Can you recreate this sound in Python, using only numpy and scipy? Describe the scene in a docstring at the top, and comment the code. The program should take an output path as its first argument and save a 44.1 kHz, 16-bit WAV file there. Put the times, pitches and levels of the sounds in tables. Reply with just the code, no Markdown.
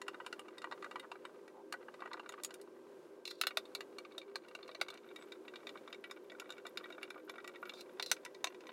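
"""A screwdriver backs screws out of a hollow plastic case on a bench, in a small, dry room.
A fan hums from start to end. First the bit rocks and clicks in the front screws as their threads grind.
After 3 s the tip skids over the shell, ringing the steel shaft, and knocks hard at a tight rear screw.
From 5 s that screw is loose and the bit sizzles faintly in its head. Near 8 s the tip skids again,
and a few last knocks and one short turn come from the back edge."""
import sys
import numpy as np
from scipy import signal
from scipy.fft import rfft, irfft, next_fast_len
from scipy.io import wavfile
from scipy.ndimage import map_coordinates

SR = 44100
rng = np.random.default_rng(int(sys.argv[2]) if len(sys.argv) > 2 else 0)


def unload_audio(sound):
    """Save the sound as a 16-bit wav file, at the path given as the first command line argument."""
    columns = np.transpose(np.atleast_2d(sound))
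    # keep every value between -1 and 1, then stretch to whole-number steps
    steps = np.round(np.clip(columns, -1, 1) * 32767)
    wavfile.write(sys.argv[1], SR, steps.astype(np.int16))


N = 384552

# The bit jolts the case: t/s, relative level/dB, hardness/dB (below 0 dull plastic, above 0 sharp steel)
KNOCKS = [(0.016, -50.5, 8), (0.0808, -46, 2), (0.143, -57.5, -5), (0.2014, -57, -12.5), (0.2631, -49.5, 5),
          (0.327, -48.5, 4), (0.393, -52.5, 8), (0.482, -60, -1), (0.618, -57, 5), (0.628, -69, -12),
          (0.642, -49.5, -5.5), (0.67, -68, -21), (0.7117, -54, -2), (0.7223, -51.5, -5),
          (0.824, -54.5, -2.5), (0.8436, -52, -0.5), (0.861, -65, -21), (0.911, -54.5, 1), (0.957, -50, -5),
          (1.03, -70, -12), (1.045, -69.5, -24), (1.1156, -51.5, -1), (1.155, -65, -10), (1.251, -53, 1),
          (1.478, -63.5, 5.5), (1.7243, -46.5, 8), (1.738, -55.5, -12), (1.883, -62.5, -15), (1.94, -61, 0),
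          (2.004, -61, -1), (2.021, -57, -16.5), (2.057, -56, -5.5), (2.075, -66, -7), (2.1138, -62.5, -20),
          (2.142, -62.5, -25), (2.195, -54.5, -4), (2.26, -62, -5), (2.291, -53, 12.5), (2.322, -58.5, 6.5),
          (2.339, -59.5, -6), (2.378, -66.5, -18), (2.5061, -58.5, 4), (3.31, -52.5, 2), (3.413, -34, 5),
          (3.4358, -42.5, -8), (3.469, -35.5, 3), (3.507, -52.5, -11), (3.5715, -34.5, 0),
          (3.806, -48.5, -0.5), (3.9839, -49.5, -0.5), (4.049, -57, -12), (4.3566, -43, -1),
          (4.5497, -48.5, -3), (4.6778, -59.5, 1), (4.69, -58.5, -26), (4.748, -51, -4.5),
          (4.813, -35.5, -2.5), (4.8835, -50, -2.5), (4.902, -52, 0), (4.923, -67, -26), (4.94, -62, 5),
          (5.223, -61.5, 0), (5.537, -60.5, -5), (5.7553, -62.5, -15), (5.876, -57.5, -4),
          (6.1107, -50, 4.5), (6.318, -58, 0), (6.349, -68, -15), (6.3984, -49.5, 8), (6.418, -65, -16),
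          (6.492, -60.5, -3), (6.5034, -49.5, 3.5), (6.58, -59, -1), (6.652, -57, -9), (6.666, -51.5, 5.5),
          (6.807, -66, -12), (6.856, -59, -6), (6.902, -57.5, -6), (6.98, -61, -12.5), (7.103, -50.5, 1.5),
          (7.159, -71.5, -25), (7.178, -65, -10), (7.276, -75, -19), (7.2952, -49, 2.5), (7.356, -65, -1),
          (7.381, -56, -6), (7.4434, -54.5, -1), (7.4762, -51.5, 7), (7.6273, -57, -16.5),
          (7.672, -66.5, -12), (7.736, -55, 3), (7.997, -41.5, -9), (8.1148, -33, 9), (8.165, -59, -8),
          (8.25, -51.5, 6), (8.26, -52.5, -16), (8.4427, -37, 3), (8.4704, -46, -3), (8.545, -61, -7),
          (8.668, -57, -4), (8.691, -55, -35)]
# The bit ticks in the screw head, steel on steel: t/s, relative level/dB, hardness/dB
TICKS = [(0.5806, -53, 2.5), (0.996, -51, 2.5), (2.1316, -48.5, -1.5), (2.4353, -52, 20),
         (2.4472, -48.5, 21), (2.541, -59.5, 17.5), (2.614, -66.5, 17.5), (3.653, -60, -4),
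         (3.7498, -42, 2.5), (4.12, -64, -5), (4.18, -45, -2.5), (4.215, -56, -11), (4.484, -62.5, 2.5),
         (4.628, -55.5, -16), (4.713, -59, -7), (4.974, -60, -4), (5.088, -64, -6), (5.16, -51.5, 1),
         (5.32, -51.5, -2), (5.48, -53, -8), (5.5573, -52, -4), (5.669, -47.5, -4), (5.691, -51.5, -3),
         (5.773, -59, -11), (5.927, -49.5, -4), (5.944, -55.5, -4), (6.04, -49.5, -7), (6.2984, -56, -13),
         (6.5215, -55, 3), (6.773, -42.5, -1), (6.841, -52, -33), (6.9236, -54, -6), (7.0296, -45.5, -1),
         (7.557, -54.5, -10), (7.654, -59, 1.5), (7.694, -47, -4), (8.346, -58.5, -2), (8.606, -62.5, -1)]
# The free tip taps the case and the shaft rings out: t/s, relative level/dB, hardness/dB
TINKS = [(3.253, -46.5, 0), (3.276, -47, -1), (7.8084, -55.5, 9.5), (8.025, -41, -0.5), (8.061, -47.5, 2)]
# Moves between four places (front screws, tight rear screw, same screw loose, back edge): t/s
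MOVES = [3, 5, 7.9]
# A knock's tone, one row a place: bass/dB, treble/dB (both against its level), bass lost/dB per hardness dB
KNOCK_TONE = [(3.5, -15, 0.497), (-4.5, -12, 0.42), (0, -14.5, 0.7432), (-4, -10, 0.0756)]
# The plastic shell's modes (pitches it rings at): f/Hz, width/Hz, then gain/dB at each of the four places
SHELL_MODES = [(673, 150, -9.5, 3.5, 0, -1.5), (1008, 93, 6, -6, -8.5, 4.5), (1195, 117, 7.5, 8, 1, -17),
               (1441, 143, 3.5, 4.5, 8, 0), (1939, 45, 4.5, 3, 5.5, 4.5), (2292, 81, -2, 6.5, 9.5, 2.5),
               (2570, 670, -17, -11, -9.5, -5), (2784, 150, -0.5, 2, 0.5, -10),
               (3635, 300, -6.5, 1.5, 7.5, 1), (4120, 370, -4.5, 7, -26, -5.5),
               (5020, 340, -12.5, -47, -5.5, -1), (5930, 540, -63, -5.5, -18, -1),
               (6850, 420, -7.5, -5, -6, -29), (8140, 800, -10.5, -5, -53, -12),
               (9550, 380, -13, -11.5, -4.5, -12), (11100, 1000, -40, -7, -12, -48)]
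# The steel shaft's modes: f/Hz, width/Hz, gain/dB with the tip free, gain/dB seated in a screw head
SHAFT_MODES = [(2750, 200, -7, -8), (3716, 156, -5, 4), (4060, 210, 3, -34), (4580, 89, -4.5, -5),
               (5180, 130, -13, -11), (6900, 86, -15, -3), (8800, 150, -23, -26), (10330, 200, -48, -13),
               (11930, 120, -24, -14)]
# A thumb rests on the front edge: start/s, end/s, share of the ring lost
THUMB = (1.4, 2.7, 0.6)
# Spells of turning a screw: start/s, end/s, creak level at the end/dB
TURNS = [(0, 0.2, -63.5), (0.62, 1.07, -63.5), (1.857, 2.36, -61.5), (3.77, 4.27, -69.5),
         (4.4, 4.97, -62.5), (5.154, 6.186, -68), (6.326, 7.72, -63), (8.268, 8.698, -66)]
# The tip skids over the shell: start/s, end/s, start level/dB, end level/dB
SKIDS = [(3.256, 3.317, -53, -54), (3.32, 3.411, -65, -70), (7.746, 7.816, -62, -57),
         (8.067, 8.115, -56, -57)]
# Skin and steel squeak on plastic: middle t/s, length/s, f/Hz, width/Hz, level/dB
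SQUEAKS = [(1.586, 0.099, 856, 119, -58.5), (5.22, 0.075, 7960, 200, -72.5)]
# The fan's rushing air, from low to high: f/Hz, relative level/dB
FAN_AIR = [(25, -45), (62, -39), (100, -29), (150, -19), (215, -10), (290, -6.5), (450, -3), (560, -4),
           (720, -14.5), (1050, -14), (1800, -24.5), (4000, -31.5), (11000, -38), (15800, -44.5)]
# The fan duct's modes: f/Hz, width/Hz, level/dB
DUCT_MODES = [(316, 11.6, -68.5), (366, 26, -62), (400.8, 12.7, -62.5), (512.5, 33, -67.5)]
# Steady tones of the fan and the mains power: f/Hz, level/dB
HUM_TONES = [(80, -97.5), (240, -78), (361, -71.5), (500, -71.5), (942, -82), (1001, -82.5), (1572, -80)]

BASS_HZ, TREBLE_HZ = 1700, 5500  # where a click's bass, middle and treble meet
LEAD = SR // 500  # samples of silence ahead of each blow


def clicks():
    """Each contact is a brief blow that rings the case and the shaft; harder ones sound brighter."""
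    # one row for each contact
    when, level_db, hard_db = np.transpose(KNOCKS + TICKS + TINKS)[:, :, None]
    kind = np.array(["knock"] * len(KNOCKS) + ["tick"] * len(TICKS) + ["tink"] * len(TINKS))[:, None]
    place = np.searchsorted(MOVES, when.ravel())
    usual_bass_db, usual_treble_db, bass_loss = np.array(KNOCK_TONE)[place].T[:, :, None]
    bass_db = np.select([kind == "tick", kind == "tink"], [-9.5, -17], usual_bass_db - bass_loss * hard_db)
    treble_db = usual_treble_db + hard_db
    heavy = np.clip((level_db + 50) / 12, 0, 1)  # 0 for a light touch, 1 for a heavy blow
    tilt_db_per_octave = 0.34 * (treble_db - np.maximum(bass_db, -15) - 9)

    def response(f):
        octaves = np.log2(np.maximum(f, BASS_HZ) / BASS_HZ)
        brightness = amp(tilt_db_per_octave * octaves) * below(f, 14200 * (1 + heavy), order=4)
        return brightness * case_and_shaft(f, when, kind, place[:, None], heavy)

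    rings = filtered(blows(level_db, treble_db), response)
    sounds = balance_bands(rings, level_db, bass_db, treble_db)
    samples = np.round(when * SR).astype(int) - LEAD + np.arange(sounds.shape[1])
    return np.bincount(np.maximum(samples, 0).ravel(), sounds.ravel(), N)[:N]  # add each at its time


def blows(level_db, treble_db):
    """Rough pushes, as bursts of noise; light, padded ones rise and fade more slowly than hard snaps."""
    t = np.arange(SR // 14) / SR
    soft = np.clip((-39.5 - level_db) / 14, 0, 1) * np.clip(-treble_db / 16, 0, 1)
    force = burst(t, rise_s=0.00012 + 0.0012 * soft, fade_s=0.024 + 0.0018 * soft)
    rough = force * rng.standard_normal(force.shape)
    return np.pad(in_room(rough, echo_db=-10, fade_s=0.065), ((0, 0), (LEAD, 0)))


def case_and_shaft(f, when, kind, place, heavy):
    """How shell and shaft ring together at each contact."""
    # ticks ring the shaft more than other contacts, and the fingers damp it differently each time
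    ring_db = np.where(kind == "tick", 0, -9) + 3.5 * rng.standard_normal(when.shape)
    steel = 1 + amp(ring_db) * shaft(f, seated=True)
    detune = 1 + 0.008 * rng.standard_normal(when.shape)  # finger pressure shifts the shell's modes
    # a heavy blow keeps the tool pressed on the shell: it rattles the weak modes and damps the strong
    case = shell(f * detune, place, weak_db=-21 + 4 * heavy, scatter_db=4.5, damping_hz=95 * heavy)
    # the free shaft rings out in tinks and in heavy blows at the rear
    clang = amp(18) * (kind == "tink") + heavy * (when > MOVES[0])
    return steel * case * thumb(f, when) + clang * shaft(f, seated=False)


def balance_bands(rings, level_db, bass_db, treble_db):
    """Set how loud each click's bass, middle and treble are over its first 10 ms."""
    t = np.arange(rings.shape[1] - LEAD) / SR
    bass = filtered(rings, lambda f: below(f, BASS_HZ, order=16))
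    treble = rings - filtered(rings, lambda f: below(f, TREBLE_HZ, order=12))
    first_touch = 1 + 0.36 * np.exp(-t / 0.00021)
    treble *= np.pad(first_touch, (LEAD, 0), constant_values=1)
    middle = rings - bass - treble
    sounds = 0
    for band, db in ((bass, level_db + bass_db), (middle, level_db), (treble, level_db + treble_db)):
        attack_rms = np.sqrt(np.mean(band[:, LEAD:LEAD + SR // 100] ** 2, axis=1, keepdims=True))
        sounds = sounds + band * amp(db) / attack_rms
    return sounds


def shell(f, place, weak_db, scatter_db=0, damping_hz=0):
    """The case rings in a few strong modes over many weak ones; each place stirs them differently."""
    modes = 0
    for hz, width, *struck_db in SHELL_MODES:
        mode_db = np.array(struck_db)[place] + scatter_db * rng.standard_normal(np.shape(place))
        damped_width = width + damping_hz
        modes = modes + amp(mode_db) * np.sqrt(width / damped_width) * resonance(f, hz, damped_width)
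    weak_modes = amp(weak_db) * below(f, 5400, order=2)
    return (modes + weak_modes) * (1 - below(f, 490, order=4))  # a small shell gives off little bass


def shaft(f, seated):
    """The steel shaft rings, with its tip free or seated in a screw head."""
    return sum(amp(seated_db if seated else free_db) * resonance(f, hz, width)
               for hz, width, free_db, seated_db in SHAFT_MODES)


def thumb(f, when):
    """While the thumb rests on the case, it muffles the shell's second mode."""
    start, end, share_lost = THUMB
    hz, width, *_ = SHELL_MODES[1]
    resting = (when > start) & (when < end)
    return 1 - share_lost * resting * resonance(f, hz, 2 * width)


def threads():
    """The thread grinds in its plastic post in tiny slips; once the rear screw is loose, the bit sizzles."""
    t = np.arange(N) / SR
    rubs = filtered(slips(per_second=55, spread_db=6.5, fade_s=0.022), lambda f: below(f, 2400, order=3))
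    rubs_by_place = np.split(rubs, np.round(np.array(MOVES) * SR).astype(int))
    creak = np.concatenate([unit(filtered(force, lambda f: shell(f, place, weak_db=-4.5)))
                            for place, force in enumerate(rubs_by_place)])
    grit = slips(per_second=30, spread_db=6, fade_s=0.026)
    sizzle = unit(filtered(grit, lambda f: resonance(f, 12500, 3500) ** 2 * shaft(f, seated=True)))
    return amp(effort_db(t)) * (creak + amp(-19.5) * sizzle * (t > MOVES[1]))


def effort_db(t):
    """In each turn the hand takes hold quickly, bears down ever harder, then eases off."""
    grip_db_per_s, build_db, ease_db_per_s = 81, 3.5, 27
    start, end, peak_db = np.transpose(TURNS)[:, :, None]
    to_go = np.clip((end - t) / (end - start), 0, 1)
    slack_db = grip_db_per_s * np.maximum(start - t, 0) + ease_db_per_s * np.maximum(t - end, 0)
    return np.max(peak_db - build_db * to_go - slack_db, axis=0)


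def slips(per_second, spread_db, fade_s):
    """Rubbing surfaces stick and slip: tiny random scuffs of uneven size, each with a noisy tail."""
    t = np.arange(SR // 10) / SR
    starts = rng.random(N) < per_second / SR
    sizes = starts * amp(spread_db * np.clip(rng.standard_normal(N), -2, 1))
    scuff = burst(t, rise_s=0.0066, fade_s=fade_s)
    power = np.abs(signal.fftconvolve(sizes ** 2, scuff ** 2)[:N])
    return np.sqrt(power) * rng.standard_normal(N)


def skids():
    """The tip sticks and slips over the shell, faster when pressed harder, and rings the steel shaft."""
    t = np.arange(N) / SR
    usual_hz, usual_db, hz_per_db = 1320, -55, 18
    pressure_db = np.max([np.interp(t, [start, end], [start_db, end_db], left=-120, right=-120)
                          for start, end, start_db, end_db in SKIDS], axis=0)
    jitter = 1 + 0.02 * wobble(90) + 0.05 * wobble(900)
    slip_hz = (usual_hz + hz_per_db * (pressure_db - usual_db)) * jitter
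    phase = 2 * np.pi * np.cumsum(slip_hz) / SR
    squeal = unit(sum(np.cos(harmonic * phase) for harmonic in range(3, 10)))
    rasp = unit(slips(per_second=3700, spread_db=26, fade_s=0.0099))
    force = amp(pressure_db + 3 * wobble(130)) * (amp(-4) * squeal + rasp)
    ring = filtered(force, lambda f: shaft(f, seated=False))
    return unit(ring) * np.sqrt(np.mean(amp(pressure_db) ** 2))


def squeaks():
    """Short, faint rubs on the plastic catch on one pitch, swell and fade."""
    t = np.arange(N) / SR
    swell = lambda middle, length: np.cos(np.pi * np.clip((t - middle) / length, -.5, .5))
    return sum(amp(db) * swell(middle, length) * narrow_noise(hz, width)
               for middle, length, hz, width, db in SQUEAKS)


def fan():
    """The fan's air rushes, its duct drones, and a few slightly unsteady tones hum."""
    t = np.arange(N) / SR
    air_hz, air_db = np.transpose(FAN_AIR)
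    air_shape = lambda f: amp(np.interp(np.log(f + 1), np.log(air_hz), air_db))
    air = unit(filtered(rng.standard_normal(N), air_shape))
    drone = sum(amp(db) * narrow_noise(hz, width) for hz, width, db in DUCT_MODES)
    hum = sum(amp(db) * np.sqrt(2) * np.sin(2 * np.pi * hz * t + 0.63 * wobble(5.4))
              for hz, db in HUM_TONES)
    return amp(-61.5 + 1.7 * wobble(3.64)) * air + drone + hum


def in_room(x, echo_db, fade_s):
    """The bench and walls give each row of x its own short echo."""
    t = np.arange(x.shape[-1]) / SR
    tail = rng.standard_normal(x.shape) * burst(t, rise_s=0.0031, fade_s=fade_s)
    tail *= amp(echo_db) / np.linalg.norm(tail, axis=1, keepdims=True)
    return x + signal.fftconvolve(x, tail, axes=1)[:, :len(t)]


def amp(db):
    """Turn decibels into a number to multiply by."""
    return 10 ** (np.asarray(db) / 20)


def unit(x):
    """Scale x to an average strength (rms) of 1."""
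    return x / np.sqrt(np.mean(x ** 2) + 1e-20)


def burst(t, rise_s, fade_s):
    """A quick rise, then a fall of 60 dB every fade_s seconds."""
    return amp(-60 * t / fade_s) * (1 - np.exp(-t / rise_s))


def wobble(per_second):
    """A smooth curve through evenly spaced random values."""
    points = rng.standard_normal(int(N * per_second / SR) + 4)
    return map_coordinates(points, [np.arange(N) * per_second / SR])


def filtered(x, response):
    """Multiply each frequency f in x by response(f)."""
    length = x.shape[-1]
    padded = next_fast_len(length + SR // 20)
    return irfft(rfft(x, padded) * response(np.fft.rfftfreq(padded, 1 / SR)), padded)[..., :length]


def resonance(f, hz, width):
    """How one mode answers each frequency f, with a peak of 1 at hz."""
    return 1j * f * width / (hz * hz - f * f + 1j * f * width)


def below(f, hz, order):
    """Let frequencies below hz through; a higher order cuts the rest more sharply."""
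    return 1 / (1 + (f / hz) ** order)


def narrow_noise(hz, width):
    """A fuzzy tone: noise kept close to one pitch."""
    return unit(filtered(rng.standard_normal(N), lambda f: resonance(f, hz, 1.46 * width) ** 2))


def scene():
    """Screwdriver and case in front of the fan's hum, in one channel."""
    return (amp(1.3) * clicks() + threads() + skids() + squeaks() + fan())[None]


def record(dry):
    """Cut away the very highest treble."""
    return filtered(dry, lambda f: f < 15900)


dry = scene()
out = record(dry)
unload_audio(out)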